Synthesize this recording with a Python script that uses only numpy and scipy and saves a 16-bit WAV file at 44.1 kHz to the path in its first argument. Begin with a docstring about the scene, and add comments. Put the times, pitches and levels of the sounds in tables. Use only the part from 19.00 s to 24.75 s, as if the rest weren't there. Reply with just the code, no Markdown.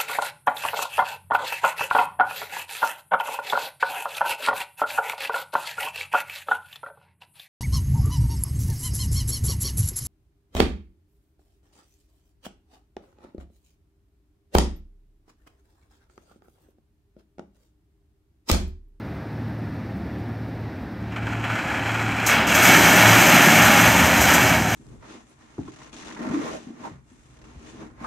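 """Crushed stone runs from a chute into a steel hopper wagon at a quarry loading plant, far off, straight ahead.
It trickles at first, then a gate opens and it pours: random impacts crack stone on stone, clatter on the
plates and ring the hopper's resonances into a boom. A small diesel locomotive idles beside it, uneven pulses
through an exhaust filter, its firing tone beating slowly against the plant's hum over a wash of machinery.
The shed wall answers across the yard as a diffuse tail of filtered noise."""
import sys
import numpy as np
from scipy import signal
from scipy.fft import rfft, irfft, next_fast_len
from scipy.io import wavfile
from scipy.ndimage import map_coordinates

SR = 44100
rng = np.random.default_rng(int(sys.argv[2]) if len(sys.argv) > 2 else 0)


def unload_audio(sound):
    """Save the sound as a 16-bit wav file, at the path given as the first command line argument."""
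    columns = np.transpose(np.atleast_2d(sound))
    # keep every value between -1 and 1, then stretch to whole-number steps
    steps = np.round(np.clip(columns, -1, 1) * 32767)
    wavfile.write(sys.argv[1], SR, steps.astype(np.int16))


N = 253575
TIME = np.arange(N) / SR  # s

# Most table levels are relative to their source's gain; engine tones, shudder and hum are set directly.
# exhaust pulse strength of each cylinder in firing order: [level/dB]
CYLINDER_LEVELS = [2.5, 3, -2, -3.5, 1, -4.5]
# spectrum of the exhaust puffs: [f/Hz, level/dB]
EXHAUST_SPECTRUM = [(25, -56), (42, -17), (58, -1), (95, -3.5), (150, -3.5), (230, -3.5), (295, -7),
                    (350, -8.5), (450, -28), (700, -14), (1500, -56)]
# spectrum of the engine's low roar: [f/Hz, level/dB]
ROAR_SPECTRUM = [(20, -36), (38, -30), (60, 0), (100, 10.5), (170, 4), (290, 10.5), (350, 3), (450, -4),
                 (700, -45)]
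# decay of the shed wall's answer: [f/Hz, t60/s]
SHED_DECAY = [(100, 0.29), (1000, 1), (4000, 0.64), (14000, 0.16)]
# spectrum of the machinery wash: [f/Hz, level/dB]
YARD_SPECTRUM = [(200, -18), (470, -1), (650, -1.5), (850, -3.5), (1030, -6.5), (1750, -5), (2500, -13),
                 (3100, -21.5), (3800, -20), (5600, -25.5), (6800, -40), (10500, -50), (12800, -34),
                 (15700, -50)]
# faint wavering tones of the engine: [f/Hz, level/dB]
ENGINE_TONES = [(94, -49), (267.5, -51), (298.5, -54), (527.6, -52), (629.8, -59), (802.1, -59.5)]
# flow of the first thin stream: [t/s, level/dB]
TRICKLE_FLOW = [(2.0, -51.5), (2.3, -35), (2.42, -34.5), (2.52, -29), (3.18, -26), (3.27, -23.5)]
# clumps of stone that land together: [t/s, level/dB]
CLUMP_HITS = [(2.118, -33.5), (2.160, -27.5), (2.223, -34.5), (2.267, -27.5), (2.324, -30), (2.439, -22.5),
              (2.495, -23.5), (2.554, -27), (2.587, -28), (2.700, -26), (2.741, -25), (2.857, -23),
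              (2.890, -27), (2.946, -23.5), (2.994, -22.5), (3.196, -24)]
# clatter of the trickle on the plates: [f/Hz, level/dB]
TRICKLE_CLATTER = [(300, -25.5), (480, -10), (850, -1.5), (1100, -4), (1450, 1.5), (1950, -1.5),
                   (2300, -0.5), (2800, -8.5), (3250, -6.5), (3600, -22), (5500, -29), (8000, -46)]
# stone cracking on stone in the trickle: [f/Hz, level/dB]
TRICKLE_CHIPS = [(2000, -17), (4600, -2.5), (5500, -1), (7000, 2), (8600, -4), (9600, -17), (10100, -9),
                 (11000, -22), (12200, -5), (13700, -12), (15700, -28)]
# resonances of the plates: [f/Hz, width/Hz, level/dB]
PLATE_RESONANCES = [(1380, 120, -3.5), (1755, 71, -1), (2243, 133, 4), (2685, 60, -1.5), (3120, 86, -11.5),
                    (4073, 130, -8), (4940, 130, -10)]
# low ringing of the hopper's steel walls: [f/Hz, width/Hz, level/dB]
BOOM_RESONANCES = [(116.3, 9.3, -3.5), (140, 29, -8.5), (172.7, 12.5, 1), (213.4, 12.2, 1), (241, 31, -2),
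                   (290.7, 30, 0), (378, 52, -6.5)]
# higher ringing of the same walls: [f/Hz, width/Hz, level/dB]
CLANG_RESONANCES = [(566, 68, -6), (630.7, 18, 1.5), (702, 45, -2), (757, 32, 1), (819, 41, 0),
                    (919.4, 30, 0), (1008, 41, -6.5)]
# resonances of the wagon's frame: [f/Hz, width/Hz, level/dB]
FRAME_RESONANCES = [(63, 9, -5), (76.7, 6.6, 2), (88, 12, -2.5)]
# the frame shudders late in the pour: [hold from t/s, hold until t/s, level/dB, rise/dB per s, fall/dB per s]
FRAME_SHUDDER = (5, 5.2, -30, 20, 18)
# a low hum swells briefly and fades: [hold from t/s, hold until t/s, level/dB, rise/dB per s, fall/dB per s]
HUM_SWELL = (4.06, 4.12, -16.5, 100, 95)
# flow through the open gate: [t/s, level/dB]
GATE_FLOW = [(3.47, -24.5), (3.67, -15), (4.37, -15), (4.78, -16), (5.16, -19.5), (5.31, -17), (5.5, -19.5),
             (5.63, -26.5), (5.75, -24.5)]
# slugs that crack off the chute lip, then land: [t/s, crack level/dB, crack t60/s, landing level/dB]
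SLUGS = [(3.262, -20, .42, -18.5), (3.468, -31, .4, -23), (3.545, -21, 0.27, -22), (3.624, -21, .4, -21.5),
         (4.2, -24, 0.5, -28), (4.335, -23, .3, -25), (5.205, -22, 0.42, -33), (5.335, -21, .15, -38),
         (5.49, -26, 0.14, -30)]
# clatter of the pour on the plates: [f/Hz, level/dB]
POUR_CLATTER = [(60, -62), (300, -20.5), (520, -8), (900, -9), (1130, -4), (1330, -1.5), (1800, 0.5),
                (2000, -4), (2350, -5), (2850, -5.5), (3250, -7), (3600, -16.5), (5500, -22.5),
                (8000, -38.5)]
# stone cracking on stone in the pour: [f/Hz, level/dB]
POUR_CHIPS = [(2000, -27), (4000, -11.5), (5550, -4), (6100, 1), (7200, -3), (8500, -7), (9600, -15),
              (10100, -13.5), (11000, -15.5), (12100, -4), (13400, -7.5), (15700, -22.5)]

CYCLE_HZ, PLANT_HZ = 18.73, 111.18  # engine cycle and plant hum
FIRING_HZ = CYCLE_HZ * len(CYLINDER_LEVELS)
FULL_DB = -15  # flow level that counts as full
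FALL_S = 0.063  # a slug lands hardest this long after it leaves the lip
SLUG_ATTACK_S, CLUMP_ATTACK_S = 0.003, 0.0007  # time constants of arrival
TOP_HZ = 15750  # band limit of the recorder


def amp(db):
    """Decibels to gain."""
    return 10 ** (np.asarray(db) / 20)


def unit(x):
    """Scale to rms 1."""
    return x / np.sqrt(np.mean(x ** 2) + 1e-20)


def along(points, hz):
    """Interpolate (f/Hz, value) points on a log frequency axis."""
    f, value = np.transpose(points)
    return np.interp(np.log(hz + 1), np.log(f + 1), value)


def wobble(rate):
    """A smooth random curve with rate knots a second."""
    knots = rng.standard_normal(int(N * rate / SR) + 4)
    return map_coordinates(knots, [TIME * rate])


def filtered(x, response):
    """Multiply the spectrum of x by a complex response of frequency, zero-padded."""
    size = 2 * next_fast_len((N + SR) // 2)
    return irfft(rfft(x, size) * response(np.fft.rfftfreq(size, 1 / SR)), size)[:N]


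def highpassed(x, corner_hz):
    """Take away what lies below a steep corner."""
    return filtered(x, lambda hz: hz ** 8 / (hz ** 8 + corner_hz ** 8))


def coloured(x, spectrum):
    """Pass x through a causal, minimum-phase filter with the given spectrum, at rms 1."""
    def response(hz):
        # folding the cepstrum forward in time makes the filter causal
        cepstrum = irfft(np.log(amp(along(spectrum, hz))))
        half = len(cepstrum) // 2
        cepstrum[1:half] *= 2
        cepstrum[half + 1:] = 0
        return np.exp(rfft(cepstrum))
    return unit(filtered(x, response))


def rung(x, modes):
    """Ring a set of resonances with x, alternating in sign, at rms 1."""
    def response(hz):
        total = 0
        for k, (centre, width, db) in enumerate(modes):
            damping = 1j * hz * width
            total = total + (-1) ** k * amp(db) * damping / (centre * centre - hz * hz + damping)
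        return total
    return unit(filtered(x, response))


def level(rows):
    """One gain per sample from (t/s, level/dB) rows, silent before a 4 ms rise into the first."""
    s, db = np.transpose(rows)
    opening = np.clip((TIME - s[0]) / 0.004 + 1, 0, 1)
    return amp(np.interp(TIME, s, db)) * opening


def follows(flow, power):
    """A gain that is 1 at full flow and grows as a power of the flow."""
    return (flow / amp(FULL_DB)) ** power


def lagged(gain, lag_s):
    """A level in dB that creeps after the given one."""
    db = 20 * np.log10(gain + 1e-3)
    keep = np.exp(-1 / (lag_s * SR))
    return amp(db[0] + signal.lfilter([1 - keep], [1, -keep], db - db[0]))


def swell(start_s, end_s, db, rise, fall):
    """An envelope that rises, holds from start to end and falls, at its own dB per second."""
    before, after = np.maximum(start_s - TIME, 0), np.maximum(TIME - end_s, 0)
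    return amp(db - rise * before - fall * after)


def burst(s, db, t60, attack_s):
    """An envelope that rises quickly from s and dies away."""
    age = np.maximum(TIME - s, 0)
    return amp(db - 60 * age / t60) * (1 - np.exp(-age / attack_s))


def stones(rate, spread_db, bunch_db):
    """Random impacts of unequal stones, about rate a second, arriving in bunches, at rms 1."""
    hits = rng.poisson(rate / SR, N)
    size = amp(spread_db * np.clip(rng.standard_normal(N), -2, 2))
    sign = rng.choice([-1, 1], N)
    return unit(np.sqrt(hits) * size * sign * amp(bunch_db * wobble(90)))


def sharpened(x, force, sharpness):
    """Scale impacts by force; harder blows are shorter, so the top treble grows faster."""
    top = highpassed(x, 9500)
    hardness = np.minimum(unit(force) / 1.75, 2) ** sharpness
    return force * (x + top * (hardness - 1))


def shed(x, wet_db):
    """Add the diffuse answer of the shed wall; the middle lingers longest and the paths drift."""
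    hz, t, noise = signal.stft(rng.standard_normal((2, SR // 2)), SR, nperseg=256)
    fade = amp(-60 * t / along(SHED_DECAY, hz)[:, None])
    fade = fade / np.sqrt(np.mean(fade ** 2, axis=1, keepdims=True))  # equal energy in every band
    tails = signal.istft(noise * fade, SR, nperseg=256)[1]
    first, second = [signal.fftconvolve(x, tail / np.linalg.norm(tail))[:N] for tail in tails]
    drift = 2 * wobble(2.001)
    wet = np.cos(drift) * first + np.sin(drift) * second
    return (x + amp(wet_db) * wet) / np.hypot(1, amp(wet_db))


def engine(pulse_db, rumble_db, scatter_db, throb):
    """Uneven cylinders puff through the exhaust; the engine's roar swells once a cycle."""
    count = int(N / SR * FIRING_HZ)
    when = (np.arange(count) + 0.02 * rng.standard_normal(count)) / FIRING_HZ
    size = amp(np.resize(CYLINDER_LEVELS, count) + scatter_db * rng.standard_normal(count))
    # the unevenness between firings makes the lope; the even part is the drone
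    sample = np.clip(when * SR, 0, N - 1).astype(int)
    puffs = np.bincount(sample, size - size.mean(), N)
    exhaust = unit(shed(coloured(puffs, EXHAUST_SPECTRUM), wet_db=13.5))
    throbbing = 1 + throb * np.cos(2 * np.pi * CYCLE_HZ * TIME)
    roar = coloured(rng.standard_normal(N), ROAR_SPECTRUM) * throbbing
    return amp(pulse_db) * exhaust + amp(rumble_db) * roar


def drone(firing_db, octave_db, plant_db, in_step_s):
    """Firing tone and plant hum lie close together and beat; moving air makes them waver."""
    turns = 2 * np.pi * (TIME - in_step_s)  # the two tones are nearly in step at this time
    firing = FIRING_HZ * turns + 0.1 * wobble(5.13)
    plant = PLANT_HZ * turns + 0.098 * wobble(4.38)
    tones = amp(firing_db) * np.sin(firing)
    tones = tones + amp(octave_db + 4.0 * wobble(2.93)) * np.sin(2 * firing)
    tones = tones + amp(plant_db) * np.sin(plant)
    return tones * amp(2.3 * wobble(13))


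def yard(level_db):
    """The machinery's wash is filtered noise; faint wavering tones of the engine are heard through it."""
    sound = amp(level_db + 0.24 * wobble(6.9)) * coloured(rng.standard_normal(N), YARD_SPECTRUM)
    for hz, db in ENGINE_TONES:
        strength = amp(db + 4 * wobble(4.06))
        sound = sound + strength * np.sin(2 * np.pi * hz * TIME + 0.36 * wobble(5.96))
    return sound


def trickle(clatter_db, ring_db, crack_db, crack_grows, clump_db, clump_crack_db):
    """A thin stream and single clumps hit the bare plates, until the pour buries them."""
    flow = level(TRICKLE_FLOW)
    lumps = sum(burst(s, db, t60=0.17, attack_s=CLUMP_ATTACK_S) for s, db in CLUMP_HITS)
    impacts = shed(stones(rate=2200, spread_db=2, bunch_db=0.5), wet_db=-5.5)
    stream = amp(clatter_db) * flow * impacts
    clumps = amp(clump_db) * lumps * stones(rate=5000, spread_db=2, bunch_db=0.5)
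    blows = stream + clumps
    ring = amp(ring_db) * rung(blows, PLATE_RESONANCES)
    plates = np.std(blows) * (coloured(blows, TRICKLE_CLATTER) + ring)
    chips = coloured(shed(stones(rate=3400, spread_db=1.0, bunch_db=1.5), wet_db=-7), TRICKLE_CHIPS)
    force = np.hypot(amp(crack_db) * follows(flow, crack_grows), amp(clump_crack_db) * lumps)
    buried = np.interp(TIME, [3.4, 3.6], [1, 0])
    return buried * (plates + sharpened(chips, force, sharpness=0.25))


def landing():
    """The stone that reaches the plates: the steady flow plus each slug, spread out by its fall."""
    power = level(GATE_FLOW) ** 2
    for s, _, _, db in SLUGS:
        age = np.maximum(TIME - s, 0) / FALL_S
        power = power + (amp(db) * age * np.exp(1 - age)) ** 2
    return np.sqrt(power)


def deepened(x, split_hz, gain_db_per_s, loss_db_per_s):
    """The growing heap damps the upper modes and drives the lower ones harder."""
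    filling_s = np.maximum(TIME - GATE_FLOW[0][0], 0)
    lower = filtered(x, lambda hz: 1 / (1 + (hz / split_hz) ** 8))
    return lower * amp(gain_db_per_s * filling_s) + (x - lower) * amp(-loss_db_per_s * filling_s)


def hopper(boom_db, boom_grows, boom_lag_s, clang_db, clang_grows, clang_lag_s, frame_db, trickle_db):
    """Landing stone rings the wagon's walls and shakes its frame; the big modes build up slowly."""
    load = np.hypot(landing(), amp(trickle_db) * level(TRICKLE_FLOW))
    boom = rung(stones(rate=2500, spread_db=2.0, bunch_db=0.4), BOOM_RESONANCES)
    boom = deepened(boom, split_hz=235, gain_db_per_s=1.1, loss_db_per_s=2.0)
    low = amp(boom_db) * follows(lagged(load, boom_lag_s), boom_grows) * boom
    shake = np.hypot(amp(frame_db) * load, swell(*FRAME_SHUDDER))
    frame = shake * rung(stones(rate=990, spread_db=1.5, bunch_db=2.0), FRAME_RESONANCES)
    clang = amp(clang_db) * follows(lagged(load, clang_lag_s), clang_grows)
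    walls = clang * rung(stones(rate=3500, spread_db=1.5, bunch_db=0.1), CLANG_RESONANCES)
    # the walls are too small to radiate deep bass
    return highpassed(low + frame, 52) + walls


def pour(clatter_db, ring_db, crack_db, crack_grows, surge_db, flutter_db):
    """The full stream rattles on the plates while stone cracks on stone."""
    clatter = landing() * amp(flutter_db * wobble(16))
    blows = stones(rate=7000, spread_db=4.0, bunch_db=0.3)
    plates = amp(clatter_db) * coloured(shed(blows, wet_db=-8.5), POUR_CLATTER)
    ring = amp(ring_db) * rung(stones(rate=3500, spread_db=0.5, bunch_db=0.15), PLATE_RESONANCES)
    slugs = sum(burst(s, db, t60, SLUG_ATTACK_S) for s, db, t60, _ in SLUGS)
    steady = amp(crack_db) * follows(level(GATE_FLOW), crack_grows)
    force = np.hypot(steady, amp(surge_db) * slugs) * amp(0.72 * wobble(35))
    cracks = stones(rate=7000, spread_db=0.5, bunch_db=0.74) + 0.5 * blows
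    chips = coloured(shed(cracks, wet_db=-11.5), POUR_CHIPS)
    return clatter * (plates + ring) + sharpened(chips, force, sharpness=0.29)


def low_hum(hz):
    """A low, slightly wavering sine swells briefly during the pour and fades."""
    return swell(*HUM_SWELL) * np.sin(2 * np.pi * hz * TIME + 0.27 * wobble(16))


def scene():
    """All sources lie far off, straight ahead, and sum to one channel."""
    idle = engine(pulse_db=-36.5, rumble_db=-36.0, scatter_db=1.9, throb=0.14)
    beating = drone(firing_db=-36.5, octave_db=-44.5, plant_db=-33.5, in_step_s=0.6)
    works = yard(level_db=-43)
    thin = trickle(clatter_db=-1.0, ring_db=-13.5, crack_db=-30, crack_grows=1.22,
                   clump_db=-2.0, clump_crack_db=-25)
    wagon = hopper(boom_db=-20.5, boom_grows=0.74, boom_lag_s=0.088,
                   clang_db=-21, clang_grows=0.7, clang_lag_s=0.096,
                   frame_db=-29, trickle_db=-8.5)
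    full = pour(clatter_db=-0.5, ring_db=-5.5, crack_db=-22.5, crack_grows=0.9,
                surge_db=0.5, flutter_db=0.5)
    return idle + beating + works + thin + wagon + full + low_hum(hz=112.16)


def record(dry):
    """The recorder rounds off the tallest peaks, cuts above its band limit and writes both channels alike."""
    rounded = dry / (1 + np.abs(dry / 0.9) ** 8) ** (1 / 8)
    mono = filtered(rounded, lambda hz: hz < TOP_HZ)
    return np.array([mono, mono])


dry = scene()
out = record(dry)
unload_audio(out)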